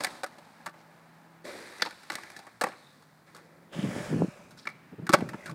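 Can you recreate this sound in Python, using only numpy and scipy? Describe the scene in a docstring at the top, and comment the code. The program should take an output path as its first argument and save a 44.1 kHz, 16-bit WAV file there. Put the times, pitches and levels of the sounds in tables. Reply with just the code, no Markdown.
"""A concrete skate park, one small microphone, three scenes one after the other: the flat, a ledge and a bank.
A skateboarder pivots, ollies onto the ledge and off, then passes close by to flip on the bank. Wheels roar on
the grain of the slab; tail, trucks and wheels knock the wooden deck in quick clusters, echoed by the ramps.
Wind buffets the microphone at the bank; a far engine hums over quiet open air."""
import sys
import numpy as np
from scipy import signal
from scipy.fft import rfft, irfft, next_fast_len
from scipy.io import wavfile

SR = 44100
rng = np.random.default_rng(int(sys.argv[2]) if len(sys.argv) > 2 else 0)


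def to_wav(sig):
    """Store sig (one row per channel, or 1-D mono) as 16-bit WAV at the path in sys.argv[1].

    Samples outside -1..1 are clipped; the rate is SR.
    """
    pcm = np.clip(np.atleast_2d(sig), -1, 1) * 32767
    pcm = np.round(pcm).astype(np.int16)
    wavfile.write(sys.argv[1], SR, pcm.T)  # frames by channels


N = 244314
T = np.arange(N) / SR
RING_T = np.arange(8192) / SR  # time within one hit
# the scene changes at these times, from the flat to the ledge to the bank: t/s
SPOT_BOUNDS = [0, 1.444, 3.72, 5.6]
BANK_START_S = SPOT_BOUNDS[2]


def undb(db):
    """Decibels to gain."""
    return 10 ** (np.asarray(db) / 20)


def unit(x):
    """Scale to rms 1."""
    return x / np.sqrt(np.mean(x ** 2))


def unit_hit(x):
    """Scale a hit to the energy of 10 ms at rms 1."""
    return x / np.sqrt(np.sum(x ** 2) / (SR / 100))


def add(out, s, x):
    """Mix x into out from time s."""
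    i = max(int(s * SR), 0)
    out[i:i + len(x)] += x[:max(N - i, 0)]


def highpass(x, hz, order=2):
    """Cut the bass below hz."""
    return signal.sosfilt(signal.butter(order, hz, "highpass", fs=SR, output="sos"), x)


def colour(x, points):
    """Causal filter that follows (f/Hz, level/dB) points."""
    size = next_fast_len(len(x) + 2048) // 2 * 2
    hz, db = np.transpose(points)
    log_gain = np.interp(np.log(np.fft.rfftfreq(size, 1 / SR) + 1), np.log(hz), db) * np.log(10) / 20
    cepstrum = irfft(log_gain)
    cepstrum[1:size // 2] *= 2  # fold to minimum phase
    cepstrum[size // 2 + 1:] = 0
    return irfft(rfft(x, size) * np.exp(rfft(cepstrum)))[:len(x)]


def walk(rate):
    """Random levels 1 / rate s apart, joined by straight lines; spread near 1."""
    knots = rng.standard_normal(2048)
    return np.interp(T * rate, np.arange(len(knots)), knots)


def fade(t60, t=RING_T):
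    """Exponential decay, 60 dB down after t60 seconds."""
    return np.exp(-np.log(1000) * t / t60)


def bell(centre_s, half_s, t=T):
    """Smooth Gaussian rise and fall."""
    return np.exp(-((t - centre_s) / half_s) ** 2)


def stretch(start, end, db, fade_db_per_s, attack_s=0.013, release_s=0.016):
    """Gain of a sound that sets in quickly, fades evenly and dies away at its end."""
    gate = np.clip((T - start) / attack_s, 0, 1) * np.exp(-np.maximum(T - end, 0) / release_s)
    return gate * undb(db - fade_db_per_s * (np.clip(T, start, end) - start))


def grains(spread_db):
    """Dense tiny impacts of uneven size, as of wheels on the grain of concrete."""
    size = np.repeat(rng.standard_normal(N // 64 + 1), 64)[:N]
    return rng.standard_normal(N) * undb(spread_db * size)


def resonance(hz, width_hz, spread_db=0):
    """A band of noise driven by grains; its centre may move."""
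    lowpass = signal.butter(2, width_hz / 2, fs=SR, output="sos")
    drive = signal.sosfilt(lowpass, grains(spread_db) + 1j * grains(spread_db))
    phase = 2 * np.pi * np.cumsum(hz * np.ones(N)) / SR
    return unit(np.real(drive * np.exp(1j * phase)))


def ring(modes, detune):
    """Struck modes; the point that is hit sets each one's sign and shifts it a little."""
    chance = rng.standard_normal((len(modes), 2))
    return sum(np.sign(side) * undb(db) * fade(t60) * np.sin(2 * np.pi * hz * (1 + detune * by) * RING_T)
               for (hz, db, t60), (side, by) in zip(modes, chance))


# spectrum of the open air around the park: f/Hz, level/dB
AIR_TONE = [(25, -14), (70, -9.5), (120, -1), (200, 1.5), (330, -4.5), (430, -8), (600, -6.5), (1000, -6.5),
            (1700, -10.5), (2400, -20.5), (3100, -24), (4400, -25.5), (7000, -28), (13000, -29.5),
            (15500, -32)]

def open_air(db=-61.5, wander_db=0.7):
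    """A soft wash of distant noise that drifts in level."""
    return unit(colour(rng.standard_normal(N), AIR_TONE)) * undb(db + wander_db * walk(rate=2.2))


# pulls of an engine, far off: start/s, end/s, first firing f/Hz, last f/Hz, start level/dB, swell/(dB/s)
ENGINE_PULLS = [(0, 1.46, 161, 165.5, -67, 4.5), (2.259, 2.604, 114.5, 114.6, -71, -1),
                (2.788, 3.743, 146, 169.8, -69, 8.5)]

def far_engine(octave_db=-14):
    """An engine hums at its firing rate: it holds its speed, drops and pulls up again."""
    waver = 1 + 0.005 * walk(rate=10)
    sway = undb(1.2 * walk(rate=6))
    out = np.zeros(N)
    for start, end, start_hz, end_hz, db, swell_db_per_s in ENGINE_PULLS:
        firing_hz = np.interp(T, [start, end], [start_hz, end_hz]) * waver
        phase = 2 * np.pi * np.cumsum(firing_hz) / SR
        hum = unit(np.sin(phase) + undb(octave_db) * np.sin(2 * phase))
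        out += hum * stretch(start, end, db, -swell_db_per_s)
    return out * sway


# gusts on the microphone at the bank: t/s, peak level/dB, half length/s
GUSTS = [(3.789, -37.5, 0.027), (3.851, -26, 0.021), (3.964, -34.5, 0.065), (4.146, -27, 0.045),
         (4.22, -25.5, 0.031), (4.492, -60, 0.0085), (4.935, -40, 0.011), (4.995, -36, 0.01),
         (5.037, -41, 0.017), (5.206, -36, 0.094), (5.348, -34.5, 0.0076), (5.53, -41.5, 0.035)]
# strongest eddies, right on the microphone port: t/s, peak level/dB, half length/ms
EDDIES = [(3.79, -24, 1.3), (3.841, -19, 0.9), (3.888, -24, 1.3), (3.963, -23.5, 0.61), (4.128, -20, 0.69),
          (4.143, -18.5, 1.3), (4.162, -19.5, 0.85), (4.2211, -11.5, 0.45), (4.247, -19, 0.77),
          (4.283, -28.5, 1.46), (5.225, -19, 0.65)]

def wind(breeze_db=-59.5, bass_cut_hz=145, lead_s=0.01):
    """Gusts of low turbulence and single pressure bumps, which ring in the microphone's bass cut."""
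    strength = undb(breeze_db) + sum(undb(db) * bell(s, half_s) for s, db, half_s in GUSTS)
    tone = [(60, 1.5), (160, 7.5), (280, -5), (400, -8.5), (700, -23), (1500, -35.5), (4000, -110)]
    rumble = highpass(colour(rng.standard_normal(N), tone), bass_cut_hz, order=4)
    out = unit(rumble) * strength * (T >= BANK_START_S)
    for s, db, half_ms in EDDIES:
        bump = highpass(bell(lead_s, half_ms / 1000, RING_T), bass_cut_hz, order=4)
        add(out, s - lead_s, undb(db) * bump / np.abs(bump).max())
    return out


# how strongly the knocks reach the concrete around the rider: t/s, level/dB
ECHO_SEND = [(0, -3), (1.4, 12), (1.5, 3), (2.7, 10), (4.7, 8), (5.1, 0.5), (5.54, 3)]

def ramp_echoes(hits, early_db=-16, early_t60=0.26, late_db=-25, late_t60=1.0):
    """Scattered reflections off nearby ramps, then a faint tail from the far walls."""
    sent = hits * undb(np.interp(T, *np.transpose(ECHO_SEND)))
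    t = T[:SR]
    early = rng.standard_normal(SR) ** 3 * fade(early_t60, t) * (t > 0.012)  # cubed: sparse spikes
    late = rng.standard_normal(SR) * fade(late_t60, t) * np.clip(t / 0.02, 0, 1)
    response = (undb(early_db) * unit(early) + undb(late_db) * unit(late)) / np.sqrt(SR)
    echoes = signal.fftconvolve(sent, response)[:N]
    return colour(echoes, [(200, -5.5), (1500, -8.5), (4000, -5.5), (12000, -17)])


# delay of the bank's reflection at the microphone: t/s, lag/ms
BANK_LAG = [(3.73, 0.6), (4.08, 0.56), (4.19, 0.71), (4.4, 0.8), (5.54, 0.83)]

def with_bank_reflection(x, bounce):
    """The bank reflects the middle range; the path grows as the rider climbs, so the dips slide down."""
    lag_s = np.interp(T, *np.transpose(BANK_LAG)) / 1000
    mids = signal.sosfiltfilt(signal.butter(3, [700, 6500], "bandpass", fs=SR, output="sos"), x)
    return x + bounce * (T >= BANK_START_S) * np.interp(T - lag_s, T, mids)


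# spectrum of the hollow ramp by the ledge: f/Hz, level/dB
HOLLOW_TONE = [(80, -37), (150, -29), (220, -2), (280, -5), (345, 3), (410, -4), (505, 1), (580, 0.5),
               (720, -11), (1400, -37), (4000, -61.5)]
# its rumbles: start/s, end/s, start level/dB, fade/(dB/s)
HOLLOW_RUMBLES = [(1.44, 1.723, -41.5, 45.5), (3.336, 3.727, -60.5, 10)]

def hollow_ramp():
    """The ramp rumbles hollowly under the wheels."""
    rumble = unit(colour(rng.standard_normal(N), HOLLOW_TONE))
    return rumble * sum(stretch(*row) for row in HOLLOW_RUMBLES)


# noise bands at all three spots: t/s, centre f/Hz, glide/(octaves/s), width/Hz, level/dB, half length/s
SCRAPES_AND_RASPS = [(0.805, 4500, 0.5, 3000, -69, 0.03), (2.3, 1774, 0.5, 90, -67, 0.08),
                     (2.395, 810, 0.5, 130, -59, 0.076), (2.465, 835, -1, 300, -55, 0.026),
                     (2.795, 4130, 0.5, 700, -64.5, 0.032), (2.886, 3770, 0.5, 400, -65, 0.06),
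                     (3.741, 3170, 1, 800, -50.5, 0.016), (3.813, 3100, -0.5, 900, -51, 0.065),
                     (4.593, 4700, -3, 2000, -53.5, 0.016), (4.635, 4400, -1, 1800, -60, 0.017),
                     (5.423, 2030, -1.5, 260, -54, 0.04), (5.484, 1450, -2, 149, -47, 0.028)]

def scrapes_and_rasps():
    """Short gliding noise bands: scrapes, squeals and the rasp of grit coloured by the bank's reflection."""
    out = np.zeros(N)
    for s, hz, octaves_per_s, width_hz, db, half_s in SCRAPES_AND_RASPS:
        pitch = hz * 2 ** (octaves_per_s * np.clip(T - s, -2 * half_s, 2 * half_s))
        out += resonance(pitch, width_hz, spread_db=5.5) * undb(db) * bell(s, half_s)
    return out


# whirr of a free wheel: f/Hz, level/dB
SPIN_TONE = [(200, -24), (600, 0.5), (1300, 3.5), (1800, 4), (2600, -2), (6000, -28)]
# hiss of the bearings, and of grit on the flat and by the ledge: f/Hz, level/dB
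HISS_TONE = [(1800, 0), (3000, -6.5), (3800, 2), (4700, 0), (5600, -5), (6800, -8), (8500, -5.5),
             (11000, -12.5), (14000, -20), (16000, -36)]
# flights at the ledge and the bank: start/s, end/s, whirr level/dB, relative hiss/dB
FLIGHTS = [(1.81, 2.095, -59, 0), (4.705, 5.093, -62, -10.5)]

def free_wheels():
    """In the air the wheels whirr and their bearings hiss, slowly fading."""
    whirr = unit(colour(rng.standard_normal(N), SPIN_TONE))
    bearings = unit(colour(grains(spread_db=-1), HISS_TONE))
    return sum((whirr + undb(hiss_db) * bearings) * stretch(start, end, db, fade_db_per_s=2)
               for start, end, db, hiss_db in FLIGHTS)


def climb(pass_s=4.018, pass_db=-40.5, nearest_m=0.75, speed_m_s=5.83, crest_s=4.92):
    """Gain of the ride past the microphone until take-off: it falls with distance and toward the crest."""
    speed_share = np.maximum(crest_s - T, 0) / (crest_s - pass_s)
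    distance_m = np.hypot(nearest_m, speed_m_s * (T - pass_s))
    take_off_s = FLIGHTS[-1][0]
    return stretch(BANK_START_S, take_off_s, pass_db, 0) * speed_share * nearest_m / distance_m


# modes of the wooden deck, stirred by rolling and by knocks: f/Hz, level/dB, t60/s
DECK_MODES = [(330, -4, 0.18), (496, -4.5, 0.07), (585, 4.5, 0.058), (749.5, -6, 0.088), (836, 6, 0.037),
              (930, -15.5, 0.045), (1028, -10.5, 0.028), (1146, -4.5, 0.046), (1305, 8, 0.026),
              (1477, -1.5, 0.064), (1620, 4.5, 0.046), (1756, 7.5, 0.038), (1986, 2, 0.051),
              (2280, 7, 0.023)]

def rolling(roar_gain, hiss_gain, roar_tone, grit_tone, grit_spread_db=2, deck_db=-4):
    """Wheels drive the deck into a roar and crush grit into a hiss; both flutter with the slab."""
    flutter = undb(0.3 * walk(rate=37))
    wheel = unit(colour(grains(spread_db=-1), roar_tone))
    jolts = colour(grains(spread_db=6.5), roar_tone)
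    deck = unit(signal.fftconvolve(jolts, ring(DECK_MODES, detune=0.0016))[:N])
    grit = unit(colour(grains(grit_spread_db), grit_tone))
    return (unit(wheel + undb(deck_db) * deck) * roar_gain + grit * hiss_gain) * flutter


# roar of the wheels on the flat, by the ledge and on the bank: f/Hz, level/dB
ROAR_FLAT = [(100, -28), (220, 3.5), (400, -8), (750, 1), (1200, -4), (1700, -6), (2300, -9), (3000, -18),
             (5000, -36)]
ROAR_LEDGE = [(60, -38), (120, -25), (220, -8), (350, 4.5), (510, 2), (700, 2.5), (900, 5), (1300, 4.5),
              (1900, 8), (2400, 5.5), (2900, -13), (5000, -24.5)]
ROAR_BANK = [(100, 10.5), (250, -12), (360, 9.5), (450, 6), (590, 13), (750, 7.5), (1050, 3), (1700, 1.5),
             (2400, 2), (3300, -7.5), (5000, -24)]
# hiss of grit on the bank, close to the microphone: f/Hz, level/dB
BANK_HISS_TONE = [(1800, -3.5), (2700, 4), (3300, 1), (4200, 5), (5200, 5.5), (6800, 5), (8500, 2.5),
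                  (11000, -2.5), (13300, -21), (16000, -36)]
# runs over the concrete: start/s, end/s, start level/dB, fade/(dB/s), relative hiss/dB
ROLLS = [(0, 0.218, -40.5, 62, -4), (0.266, 0.653, -55.5, 7.5, -8.5), (0.726, 1.45, -57.5, 6.5, -11),
         (1.44, 1.853, -46.5, 18.5, -2), (2.1, 2.616, -48, 35.5, -3), (2.664, 3.283, -61, 23.5, 1),
         (3.263, 3.72, -62.5, 16, -5.5), (3.704, 3.915, -61, 37, -18), (5.174, 5.52, -53.5, -3.5, -12.5)]

def wheels(climb_grit_db=-10.5):
    """The wheels roll over the flat, by the ledge and up the bank, each with its own surface."""
    roar, hiss = np.zeros((2, len(SPOT_BOUNDS) - 1, N))
    for start, end, db, fade_db_per_s, grit_db in ROLLS:
        spot = np.searchsorted(SPOT_BOUNDS, (start + end) / 2) - 1
        gain = stretch(start, end, db, fade_db_per_s)
        roar[spot] += gain
        hiss[spot] += gain * undb(grit_db)
    uphill = climb()
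    roar[2] += uphill
    hiss[2] += uphill * undb(climb_grit_db)
    flat = rolling(roar[0], hiss[0], ROAR_FLAT, HISS_TONE)
    ledge = rolling(roar[1], hiss[1], ROAR_LEDGE, HISS_TONE)
    bank = rolling(roar[2], hiss[2], ROAR_BANK, BANK_HISS_TONE, grit_spread_db=1.5)
    return flat + ledge + with_bank_reflection(bank, bounce=0.33)


def chatter(t60_ms, rebounds_db=-1):
    """Force of a contact: a first strike, then ever smaller rebounds and scrapes as it settles."""
    size = rng.standard_normal(len(RING_T))
    force = undb(rebounds_db) * size * np.abs(size) * fade(max(t60_ms, 1) / 1000)
    force[0] = 5  # the first strike
    return force


def struck(modes, force):
    """Modes driven by the force of a contact."""
    return unit_hit(signal.fftconvolve(ring(modes, detune=0.012), force)[:len(RING_T)])


def crack(tone, chatter_ms, t60, rise_s=0.0006):
    """Noise of a contact: its force takes a moment to build, and chatter draws it out."""
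    rise = 1 - np.exp(-RING_T / rise_s)
    decay = fade(np.hypot(t60, chatter_ms / 1000))
    return unit_hit(colour(rng.standard_normal(len(RING_T)) * rise * decay, tone))


def free_modes(mode_hz, rise_s=0.00082, t60_share=0.76, detune=0.006):
    """The deck modes nearest the given pitches swell and ring, shifted and damped by the rider's feet."""
    modes = [min(DECK_MODES, key=lambda mode: abs(mode[0] - hz)) for hz in mode_hz]
    shift = 1 + detune * rng.standard_normal()
    swell = 1 - np.exp(-RING_T / rise_s)
    tones = [swell * fade(t60 * t60_share) * np.sin(2 * np.pi * hz * shift * RING_T) for hz, _, t60 in modes]
    return unit_hit(sum(map(unit_hit, tones)))


# crack of a contact in wood: f/Hz, level/dB
WOOD_CRACK = [(200, -27), (400, -24.5), (600, -6.5), (1300, -12.5), (2000, -4.5), (2400, -7), (2800, -7.5),
              (5000, -47)]

def deck_knock(force, hz, chatter_ms, ring_db, mode_hz, crack_db=-3):
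    """The deck cracks and rings around hz: soft wheels stir its low modes, the hard tail its high ones."""
    wood = struck(DECK_MODES, force) + undb(crack_db) * crack(WOOD_CRACK, chatter_ms, t60=0.025)
    wood = unit_hit(colour(wood, [(80, -24), (hz / 2, -6), (hz, 0), (hz * 2, -10)]))
    wood = unit_hit(wood + undb(ring_db) * free_modes(mode_hz))
    return highpass(wood, hz=210)  # the narrow deck radiates little bass


# crack of a contact in metal: f/Hz, level/dB
METAL_CRACK = [(1500, -18), (2700, -9.5), (3200, 2), (4400, 8.5), (5400, 4.5), (6700, -7), (8700, -4),
               (11000, -12), (13500, -15), (16000, -25)]
# modes of the trucks and bearings: f/Hz, level/dB, t60/s
TRUCK_MODES = [(3370, 4, 0.035), (3960, 14, 0.013), (4490, 11.5, 0.017), (4780, -10, 0.012),
               (5430, -4, 0.01), (6660, 0.5, 0.03)]

def truck_click(force, chatter_ms, tilt_db, ring_db=-4):
    """The metal trucks click and ring briefly; the tilt sets how bright they are."""
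    metal = crack(METAL_CRACK, chatter_ms, t60=0.02) + undb(ring_db) * struck(TRUCK_MODES, force)
    return unit_hit(colour(metal, [(4500, 0.021), (8000, tilt_db + 2)]))


# bending modes of the whole board: f/Hz, level/dB, t60/s
FLEX_MODES = [(166, -4, 0.035), (251, -5.5, 0.037), (333, -5, 0.046), (404, -12, 0.049)]

def flex_thud(force):
    """The whole board flexes under the rider with a low thud."""
    return unit_hit(colour(struck(FLEX_MODES, force), [(70, -13.5), (190, 0.5)]))


def knock(hz, thud_db, click_db, tilt_db, chatter_ms, ring_db, mode_hz):
    """One blow rings the deck, clicks the trucks and flexes the board; thud and click trim the mix."""
    force = chatter(chatter_ms)
    wood = deck_knock(force, hz, chatter_ms, ring_db, mode_hz)
    metal = truck_click(force, chatter_ms, tilt_db)
    return undb(-1) * wood + undb(thud_db - 5.5) * flex_thud(force) + undb(click_db - 4.5) * metal


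def rattle(hz, click_db, chatter_ms):
    """A light knock with little thud; the deck mode nearest its tone rings out."""
    return knock(hz, thud_db=-5.5, click_db=click_db, tilt_db=7, chatter_ms=chatter_ms,
                 ring_db=-2, mode_hz=[hz])


# pops and landings at all three spots: t/s, first level/dB, gap/ms, second level/dB, wood f/Hz,
# thud trim/dB, click trim/dB, click tilt/dB, chatter t60/ms, relative ring/dB, ringing modes f/Hz
CLACKS = [(.006, -33.5, 7, -47, 930, -4, -6, 6, 1.3, -2, (585, 1040)),
          (0.0359, -34, 9.2, -25.5, 1850, -26, 4, 8, 23, -2, (585, 755, 1635, 1735, 2285)),
          (0.2334, -30.5, 7.6, -29, 1090, -20, -6, 6, 20, 3, (585, 755, 835, 1322, 1478)),
          (0.6606, -39.5, 4.45, -35, 1350, -14, -2.5, 9.5, 6.9, 2.5, (925, 1128, 1322, 1635)),
          (1.8202, -29.5, 2.2, -24.5, 1330, -15.5, 6.5, -9, 3.9, -11, (505, 1322, 1735)),
          (1.8591, -34, 10.7, -39.5, 890, -13, -3, -8, 36, -5, (505, 835, 925)),
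          (2.1001, -33.5, 2.6, -33, 1590, -10.5, -3, 5.5, 5.6, -8.5, (330, 1128, 1635, 1990)),
          (2.1537, -35.5, 0.92, -40, 1600, -10, 2.5, 7, 2.4, -7, (1322, 1635, 1990)),
          (2.6113, -25.5, 4.2, -28, 1200, -11.5, -4, 8, 42, -3.5, (505, 755, 1128, 1322)),
          (2.637, -25.5, 3.4, -23.5, 1150, -8, -9, 12.5, 10, 0, (505, 835, 1128)),
          (4.6702, -38.5, 2.3, -29.5, 1930, -17, -7.5, -5, 2.2, 1.9, (1128, 1322, 2285)),
          (5.0922, -24.5, 11.3, -33, 1190, 6.5, -6, 3, 17, 2, (1128, 1322)),
          (5.1346, -16, 3.82, -10.5, 990, -4, -6.5, 4.5, 17.4, 0, (585, 1039, 1128, 1322, 1478)),
          (5.147, -25, 3.1, -33, 636, 3, -3.5, -1, 15, -6, (330, 585))]
# rattles as the weight shifts or a wheel meets a joint:
# t/s, level/dB, wood f/Hz, click trim/dB, chatter t60/ms
RATTLES = [(0.068, -36, 1990, -7, 12), (0.0714, -42, 1635, -17, 5), (.262, -44.5, 1350, -5.5, 17),
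           (0.383, -49, 840, -6.5, 40), (0.674, -39.5, 1310, -11, 9), (0.685, -46, 1376, -15, 7.9),
           (1.783, -60, 1690, 9, 3), (1.798, -42, 1990, -14, 25), (1.808, -44, 1900, -6, 5.4),
           (1.831, -42, 1590, -2, 3.9), (1.851, -40.5, 1210, -4, 16), (1.87, -45, 930, -9, 20),
           (1.8877, -52, 1410, -2, 4), (1.908, -46, 1470, -1.5, 6.4), (1.926, -49, 1490, -12, 4.4),
           (2.032, -53.5, 1480, 0, 29), (2.119, -39, 1384, -1.5, 6.7), (2.128, -43, 1110, -3, 23),
           (2.138, -48, 1500, 3, 4.4), (2.143, -49, 1700, -5, 8), (2.184, -41.5, 1150, -12, 20),
           (2.234, -44, 1710, -7, 14), (2.301, -47, 1374, -2, 8.7), (2.317, -59, 1500, 5, 3.4),
           (2.364, -42, 1740, -2.5, 66), (2.39, -46, 870, -1, 17), (2.398, -51.5, 794, -7, 12),
           (2.467, -46.5, 1130, -9, 28), (2.475, -54, 1130, -12, 16), (2.667, -33, 850, -15.5, 65),
           (2.686, -44.5, 1050, -6, 32), (2.719, -48, 402, -23, 28), (2.734, -49.5, 1300, -24, 21),
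           (3.023, -58.5, 1077, -2, 23), (3.3475, -51, 1210, 1.5, 31), (3.358, -50.5, 1480, -7, 46),
           (3.365, -51.5, 1130, 0.5, 8), (3.375, -56, 1170, -2, 3), (3.382, -50.5, 1170, -8, 160),
           (4.507, -56, 1420, 3.5, 110), (4.573, -53, 1530, 2.5, 300), (4.654, -43, 1600, -11, 45),
           (4.688, -44, 1900, -10, 35), (5.0671, -38.5, 1600, -5, 14), (5.0714, -40.5, 1470, -13, 15),
           (5.118, -43, 1300, -2, 15), (5.1275, -31, 1310, -1, 12), (5.186, -41, 840, -11, 45),
           (5.206, -36, 770, -15, 38), (5.289, -38.5, 1690, -6, 43), (5.333, -38.5, 960, -18, 46),
           (5.343, -43.5, 1300, -18, 28), (5.4579, -39, 1635, -3, 84), (5.477, -43.5, 1470, -9, 60),
           (5.495, -40, 1100, -8, 51), (5.512, -49, 1410, -2, 14)]

def board_knocks(cushion_db=-3.5, rebound_s=0.027):
    """Each clack is two contacts, the second cushioned, and a rebound; lighter rattles fall between."""
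    out = np.zeros(N)
    for s, first_db, gap_ms, second_db, hz, thud_db, click_db, *timbre in CLACKS:
        second_s = s + gap_ms / 1000
        rebound_db = -47.5 + 0.14 * max(first_db, second_db)  # a little louder after a hard clack
        add(out, s, undb(first_db) * knock(hz, thud_db, click_db, *timbre))
        add(out, second_s, undb(second_db) * knock(hz, thud_db, click_db + cushion_db, *timbre))
        add(out, second_s + rebound_s, undb(rebound_db) * rattle(hz=1130, click_db=-4.5, chatter_ms=40))
    for s, db, hz, click_db, chatter_ms in RATTLES:
        add(out, s, undb(db) * rattle(hz, click_db, chatter_ms))
    return out


def scene():
    """Board, echoes, wind and distant background at one microphone."""
    hits = board_knocks()
    riding = wheels() + free_wheels() + hollow_ramp() + scrapes_and_rasps()
    board = with_bank_reflection(hits, bounce=0.14) + riding
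    return (board + ramp_echoes(hits) + wind() + far_engine() + open_air())[None]


def record(dry):
    """The small recorder thins the bass, whines faintly, rounds the hardest peaks and cuts the top."""
    ceiling, top_hz = 0.8, 15800
    thin = highpass(dry, hz=85)
    whine = undb(-85) * resonance(hz=14800, width_hz=150)
    rounded = ceiling * np.tanh((thin + whine) / ceiling)
    return signal.sosfilt(signal.ellip(10, 0.2, 80, top_hz, fs=SR, output="sos"), rounded)


dry = scene()
out = record(dry)
to_wav(out)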